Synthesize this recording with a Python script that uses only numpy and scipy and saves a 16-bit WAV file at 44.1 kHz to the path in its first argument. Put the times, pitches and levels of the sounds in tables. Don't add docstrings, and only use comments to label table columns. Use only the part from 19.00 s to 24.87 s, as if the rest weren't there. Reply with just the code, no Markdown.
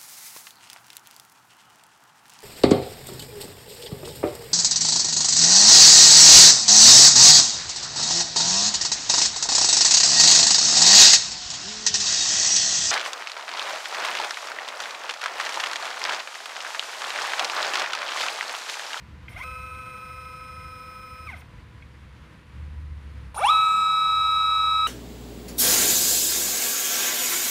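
import sys
import numpy as np
from scipy import signal
from scipy.fft import rfft, irfft, next_fast_len
from scipy.io import wavfile
from scipy.ndimage import uniform_filter1d

SR = 44100
rng = np.random.default_rng(int(sys.argv[2]) if len(sys.argv) > 2 else 0)


def invert_db(x):
    u = np.asarray(x, float) / 20
    return 10 ** u


def output_pcm(signal):
    pcm = np.clip(np.atleast_2d(signal).T, -1, 1) * 32767
    wavfile.write(sys.argv[1], SR, np.round(pcm).astype(np.int16))


N = 258867
T = np.arange(N) / SR


def shaped(x, response):
    size = next_fast_len(len(x) + SR // 4)
    return irfft(rfft(x, size) * response(np.fft.rfftfreq(size, 1 / SR)), size)[:len(x)]


def level(x, db):
    return x * invert_db(db) / np.sqrt(np.mean(x ** 2))


def modes(hz, table, floor_db=-40):
    response = invert_db(floor_db)
    for f, width, db in table:
        response = response + invert_db(db) * 1j * hz * width / (f * f - hz * hz + 1j * hz * width)
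    return response


def ring(hz, width_hz):
    return level(shaped(rng.standard_normal(N), lambda f: modes(f, [(hz, width_hz, 0)], floor_db=-63) ** 2), 0)


def walk(rate_hz):
    return level(shaped(rng.standard_normal(N), lambda f: 1 / (1 + (f / rate_hz) ** 2)), 0)


def room(x, t60, wet_db):
    t = np.arange(SR // 2) / SR
    tail = rng.standard_normal(len(t)) * np.exp(-np.log(1000) * t / t60) * (t > .004)
    return x + signal.fftconvolve(x, tail * invert_db(wet_db) / np.sqrt(np.sum(tail ** 2)))[:N]


def at_speed(speed):
    share = np.interp(T, *np.transpose(speed), left=0)
    return uniform_filter1d(1. * (share > .97), int(.15 * SR))


# f/Hz, level/dB
AIR_COLOUR = [(65, -35), (110, 4), (279, -11.5), (330, -9.5), (366, -18.5), (488, -17.5), (724, -23),
              (967, -16), (1350, -18), (1960, -18), (4660, -31), (5170, -34), (15500, -51)]


def workshop_air():
    hz, db = np.transpose(AIR_COLOUR)
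    air = shaped(rng.standard_normal(N), lambda f: invert_db(np.interp(np.log(f + 1), np.log(hz), db)))
    air = level(air, -52) + invert_db(-71) * ring(495.3, 26) + invert_db(-72) * ring(992.4, 40)
    return air * invert_db(2.1 - 1 * at_speed(FAR_SPEED) - 3.5 * at_speed(NEAR_SPEED) + 0.8 * walk(4.8))


# t/s, length/s, level/dB
ENGINE_SWELLS = [
    (.02, .15, -48),
    (.38, .33, -48),
    (1.03, .5, -53),
    (2.17, .2, -47),
    (2.55, .55, -53),
    (3.53, .42, -36),
    (3.98, .3, -41.5),
    (5.1, .9, -50),
]


def engine_swell():
    attack_s, release_s, idle_db = .07, .08, -60
    swells = []
    for start, length, db in ENGINE_SWELLS:
        rise = np.clip((T - start) / attack_s, 0, 1)
        fall = np.exp(-np.maximum(T - start - length, 0) / release_s)
        swells.append(invert_db(db) * rise * fall)
    return np.max(swells, axis=0) + invert_db(idle_db)


def rumble(swell):
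    settles_s = .9
    settling_db = 7 * (T < settles_s) * np.sin(np.pi * T / settles_s)
    gain = invert_db(-57 + settling_db - 3 * at_speed(NEAR_SPEED)) + invert_db(-17) * swell
    low = ring(57.7, 29) + invert_db(-2.5) * ring(85.3, 31.6) + invert_db(-7.5) * ring(104.7, 32) + invert_db(-31) * ring(28, 20)
    return low * gain * invert_db(3.0 * walk(12))


# t/s, strongest tone f/Hz
ENGINE_PITCH = [(0, 76), (.55, 70), (1.2, 74), (2.3, 77), (3.4, 65), (3.62, 74), (3.88, 75), (4.3, 67),
                (4.5, 64.5), (5.0, 67), (5.5, 71), (5.87, 72)]
# multiple of the strongest tone, level/dB
ENGINE_ORDERS = [(1.5, -63), (2, -65), (2.5, -63), (3, -64)]


def engine_thrum(swell):
    orders_from_s = 3.5
    pitch_hz = np.interp(T, *np.transpose(ENGINE_PITCH))
    turn = 2 * np.pi * np.cumsum(pitch_hz + .6 * walk(3.95)) / SR
    thrum = np.sqrt(2) * np.sin(turn) + invert_db(-18) * np.sin(2 * turn + 1)
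    sway = walk(3)
    orders = np.zeros(N)
    for k, db in ENGINE_ORDERS:
        orders += invert_db(db + 4 * np.roll(sway, int(k * SR))) * np.sin(k * turn)
    fade_in = np.clip(T - orders_from_s, 0, .2) / .2
    return thrum * swell * invert_db(1.4 * walk(21)) + orders * fade_in


def bounce_db(hz, detour_cm, strength):
    sound_cm_s = 34300
    db = 20 * np.log10(abs(1 + strength * np.exp(2j * np.pi * hz * detour_cm / sound_cm_s)))
    return db - db.mean()


TEETH, TOOTH_HZ, RIPPLE_HZ = 50, 1286.58, 99.7
FIRST_FOLD = 4
STEP_BEATS = [(16, 1), (32, 2), (48, 3)]
RAMP_SHARES = [.3, .6, 1]


def motor(speed, chop_hz, teeth_db, fold_db, beat_db, shaft, shaft_db, body, tones_hz, path, ramp_db,
          ripple, sag, hunt, jitter, sweep_db, whirr_db, whirr_hz, scrape, push, cut_hz,
          bounce, settle_db, settle_s, steep):
    share = np.interp(T, *np.transpose(speed), left=0, right=0)
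    on = slice(*np.flatnonzero(share)[[0, -1]])
    angle = 2 * np.pi * TOOTH_HZ * np.cumsum(share) / SR
    rotor = (angle + hunt * walk(12))[on]
    field = rotor + (jitter * walk(100) + ripple * np.sin(2 * np.pi * RIPPLE_HZ * T))[on]
    t, share = T[on], share[on]
    settle = settle_db * np.exp(-np.maximum(t - speed[1][0], 0) / settle_s)
    detour_cm = np.interp(t, *np.transpose(path))
    caught = [bounce_db(hz, detour_cm, bounce) + settle for hz in tones_hz]
    effort = share ** push * (1 - sag * np.cos(2 * np.pi * RIPPLE_HZ * t))
    changing = uniform_filter1d(1. * (share < 1), size=300)

    # tooth harmonic, chopper harmonic, level in dB, phase it follows
    lines = [(k + 1, 0, db, field) for k, db in enumerate(teeth_db)]
    lines += [(k + FIRST_FOLD, 1, db, field) for k, db in enumerate(fold_db)]
    lines += [(k, m, db, rotor) for (k, m), db in zip(STEP_BEATS, beat_db)]
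    lines += [(k / TEETH, 0, db, rotor) for k, db in zip(shaft, shaft_db)]

    whirr = shaped(rng.standard_normal(len(t)), lambda f: 1 / (1 + 1j * f / whirr_hz))
    once_a_turn = 1 + scrape * np.cos(rotor / TEETH)
    force = invert_db(whirr_db + caught[0] + 8.5 * changing) * effort * whirr * once_a_turn

    def path_of(f):
        return modes(f, body) / (1 + (cut_hz / (f + 1)) ** steep)

    for k, m, db, phase in lines:
        hz = abs(k * TOOTH_HZ - m * chop_hz)
        gain_db = caught[np.argmax(np.abs(hz - np.array(tones_hz)) < 10)]
        if m == 0 and k in range(1, len(ramp_db) + 1):
            ramp_gain_db = np.interp(share, RAMP_SHARES, ramp_db[k - 1])
            gain_db = gain_db * (1 - changing) + changing * ramp_gain_db
        heard = np.abs(k * TOOTH_HZ * share - m * chop_hz) < .45 * SR
        weight = effort * np.where(share < .97, invert_db(-36) if k > 12 else 1, 1)
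        tone = np.sin(k * phase - 2 * np.pi * m * chop_hz * t + 2 * np.pi * rng.random())
        force += np.sqrt(2) * invert_db(db + gain_db) / abs(path_of(hz)) * weight * heard * tone

    for k, m in [(32, 0), (32, 1), (64, 0), (64, 1), (64, 2), (64, 3)]:
        heard = (np.abs(k * TOOTH_HZ * share - m * chop_hz) < .4 * SR) * (1 - share) ** 1.5
        force += invert_db(sweep_db - 5 * (k > 32)) * heard * np.sin(k * field - 2 * np.pi * m * chop_hz * t)
    out = np.zeros(N)
    out[on] = force
    return shaped(out, path_of)


# t/s, share of full speed
FAR_SPEED = [
    (.281, 0.027),
    (.441, 1),
    (2.268, 1),
    (2.428, 0),
]
FAR_TEETH_DB = [-42.5, -55, -79, -63, -76.5, -73, -67, -81, -95, -88]
FAR_FOLD_DB = [-73, -68.6, -95, -92, -72.5, -75, -90, -101]
FAR_BEAT_DB = [-57, -55, -58]
FAR_SHAFT = [49, 50.5, 51, 95, 97, 119, 145, 155, 190, 201, 214]
FAR_SHAFT_DB = [-54, -55, -62, -51.5, -69, -76, -83, -66.5, -82, -73, -74.5]
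# f/Hz, width/Hz, level/dB
FAR_BODY = [(720, 110, -12.5), (1050, 180, -16), (1289, 63, -10.5), (1515, 90, -5), (2100, 150, -2.5),
            (2490, 130, -17), (3120, 170, -18), (5200, 460, -25), (8900, 1200, -21.5), (10400, 700, -43),
            (13400, 650, -41)]
FAR_TONES_HZ = [1287, 2573, 5146, 14930]
# t/s, detour/cm
FAR_PATH = [(.52, 2.2), (1.08, 4.7), (1.64, 6.2), (2.2, 7.3)]
# level/dB at slow, middle, full speed
FAR_RAMP_DB = [(-4, 6.5, 2), (-5, 9, 14), (12, 29, -6), (-9, -5, 2)]


def far_motor():
    return motor(FAR_SPEED, 20076.7, FAR_TEETH_DB, FAR_FOLD_DB, FAR_BEAT_DB, FAR_SHAFT, FAR_SHAFT_DB, FAR_BODY,
                 FAR_TONES_HZ, FAR_PATH, FAR_RAMP_DB, ripple=0.008, sag=0.012, hunt=0.027, jitter=.012,
                 sweep_db=-34.5, whirr_db=-35, whirr_hz=5030, scrape=0.42, push=0.85, cut_hz=460,
                 bounce=.83, settle_db=2.5, settle_s=.12, steep=6)


# t/s, peak level/dB, f/Hz, t60/s
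KNOCKS = [
    (.282, -31.5, 2100, 0.038),
    (2.823, -39.5, 2210, 0.036),
    (4.345, -34, 920, 0.046),
]


def knocks():
    out = np.zeros(N)
    t = np.arange(SR // 10) / SR
    partials = [(1.003, 1), (.72, 0.44), (1.13, 0.55), (1.5, 0.29)]
    for s, db, hz, t60 in KNOCKS:
        burst = sum(g * np.sin(2 * np.pi * k * hz * t) for k, g in partials)
        envelope = np.exp(-np.log(1000) * t / t60) * (1 - np.exp(-t / 0.00049))
        out[int(s * SR):][:len(t)] += invert_db(db) * burst * envelope
    return out


NEAR_CHOP_HZ = 20112.0
# t/s, share of full speed
NEAR_SPEED = [
    (4.345, 0.046),
    (4.505, 1),
    (5.9, 1),
    (6.0, 1),
]
NEAR_TEETH_DB = [-23, -43, -28.5, -53, -65, -53, -68, -99, -88, -91]
NEAR_FOLD_DB = [-69, -74, -68]
NEAR_BEAT_DB = [-60, -46, -58]
NEAR_SHAFT = [30, 31, 39, 44.56, 49, 55, 63.2, 70, 90, 99, 101, 102, 134, 142, 158, 210, 261, 309]
NEAR_SHAFT_DB = [-79, -52.5, -54.5, -49, -32, -52, -56, -88, -48, -58, -56.5, -52, -68, -63, -54.5, -83,
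                 -69, -72]
# f/Hz, width/Hz, level/dB
NEAR_BODY = [(831, 51, 1.5), (975, 79, -10), (1220, 150, -6.5), (1650, 53, -41), (2310, 114, -10.5),
             (2675, 200, -13), (3190, 93, -18.5), (3370, 110, -11.5), (3828, 210, -18), (5260, 410, -16),
             (6700, 870, -26), (7745, 190, -25), (9200, 200, -21), (10900, 200, -43), (14400, 400, -29)]
NEAR_TONES_HZ = [1287, 2573, 3860, 5146, 7720]
# t/s, detour/cm
NEAR_PATH = [(4.6, 2.6), (4.9, 6.0), (5.39, 6.8), (5.78, 6.9)]
# level/dB at slow, middle, full speed
NEAR_RAMP_DB = [(10, 8, 9), (11, 13, 7), (-12, 2, 4), (24, 6, 6), (14, 22, 5)]


def near_motor():
    return motor(NEAR_SPEED, NEAR_CHOP_HZ, NEAR_TEETH_DB, NEAR_FOLD_DB, NEAR_BEAT_DB, NEAR_SHAFT, NEAR_SHAFT_DB,
                 NEAR_BODY, NEAR_TONES_HZ, NEAR_PATH, NEAR_RAMP_DB, ripple=0.17, sag=0.093, hunt=0.024, jitter=0.03,
                 sweep_db=-26.5, whirr_db=-28.5, whirr_hz=9000, scrape=0.23, push=0.81, cut_hz=640,
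                 bounce=.46, settle_db=2.5, settle_s=.1, steep=3)


def chopper_hiss():
    settle_s, flare_hz, flare_width_hz = .2, 11300, 2500
    start_s = NEAR_SPEED[0][0]
    since = T - start_s
    share = np.interp(T, *np.transpose(NEAR_SPEED), left=0)
    off_fold_hz = STEP_BEATS[1][0] * TOOTH_HZ * share % NEAR_CHOP_HZ - flare_hz
    idle = invert_db(np.interp(since, [-start_s, 0], [-90, -80]))
    starting = invert_db(-50) * np.exp(-np.abs(since) / settle_s)
    flare = invert_db(-38) * np.exp(-(off_fold_hz / flare_width_hz) ** 2)
    gain = idle + (since > 0) * (invert_db(-64) + starting + flare)
    hiss = ring(9200, 380.5) + invert_db(-4) * ring(10800, 400) + invert_db(-22) * ring(11000, 900)
    return hiss * gain


def scene():
    swell = engine_swell()
    shop = workshop_air() + rumble(swell) + engine_thrum(swell) + chopper_hiss()
    far = room(far_motor() + knocks(), 0.27, -13.5)
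    near = room(near_motor(), 0.54, -12)
    return (far + near + shop)[None]


def low_pass(x):
    return signal.sosfilt(signal.butter(12, 16160, fs=SR, output="sos"), x)


def record(dry):
    top_hz = 15330
    mix = shaped(dry[0], lambda f: f < top_hz)[None]
    return low_pass(mix)


dry = scene()
out = record(dry)
output_pcm(out)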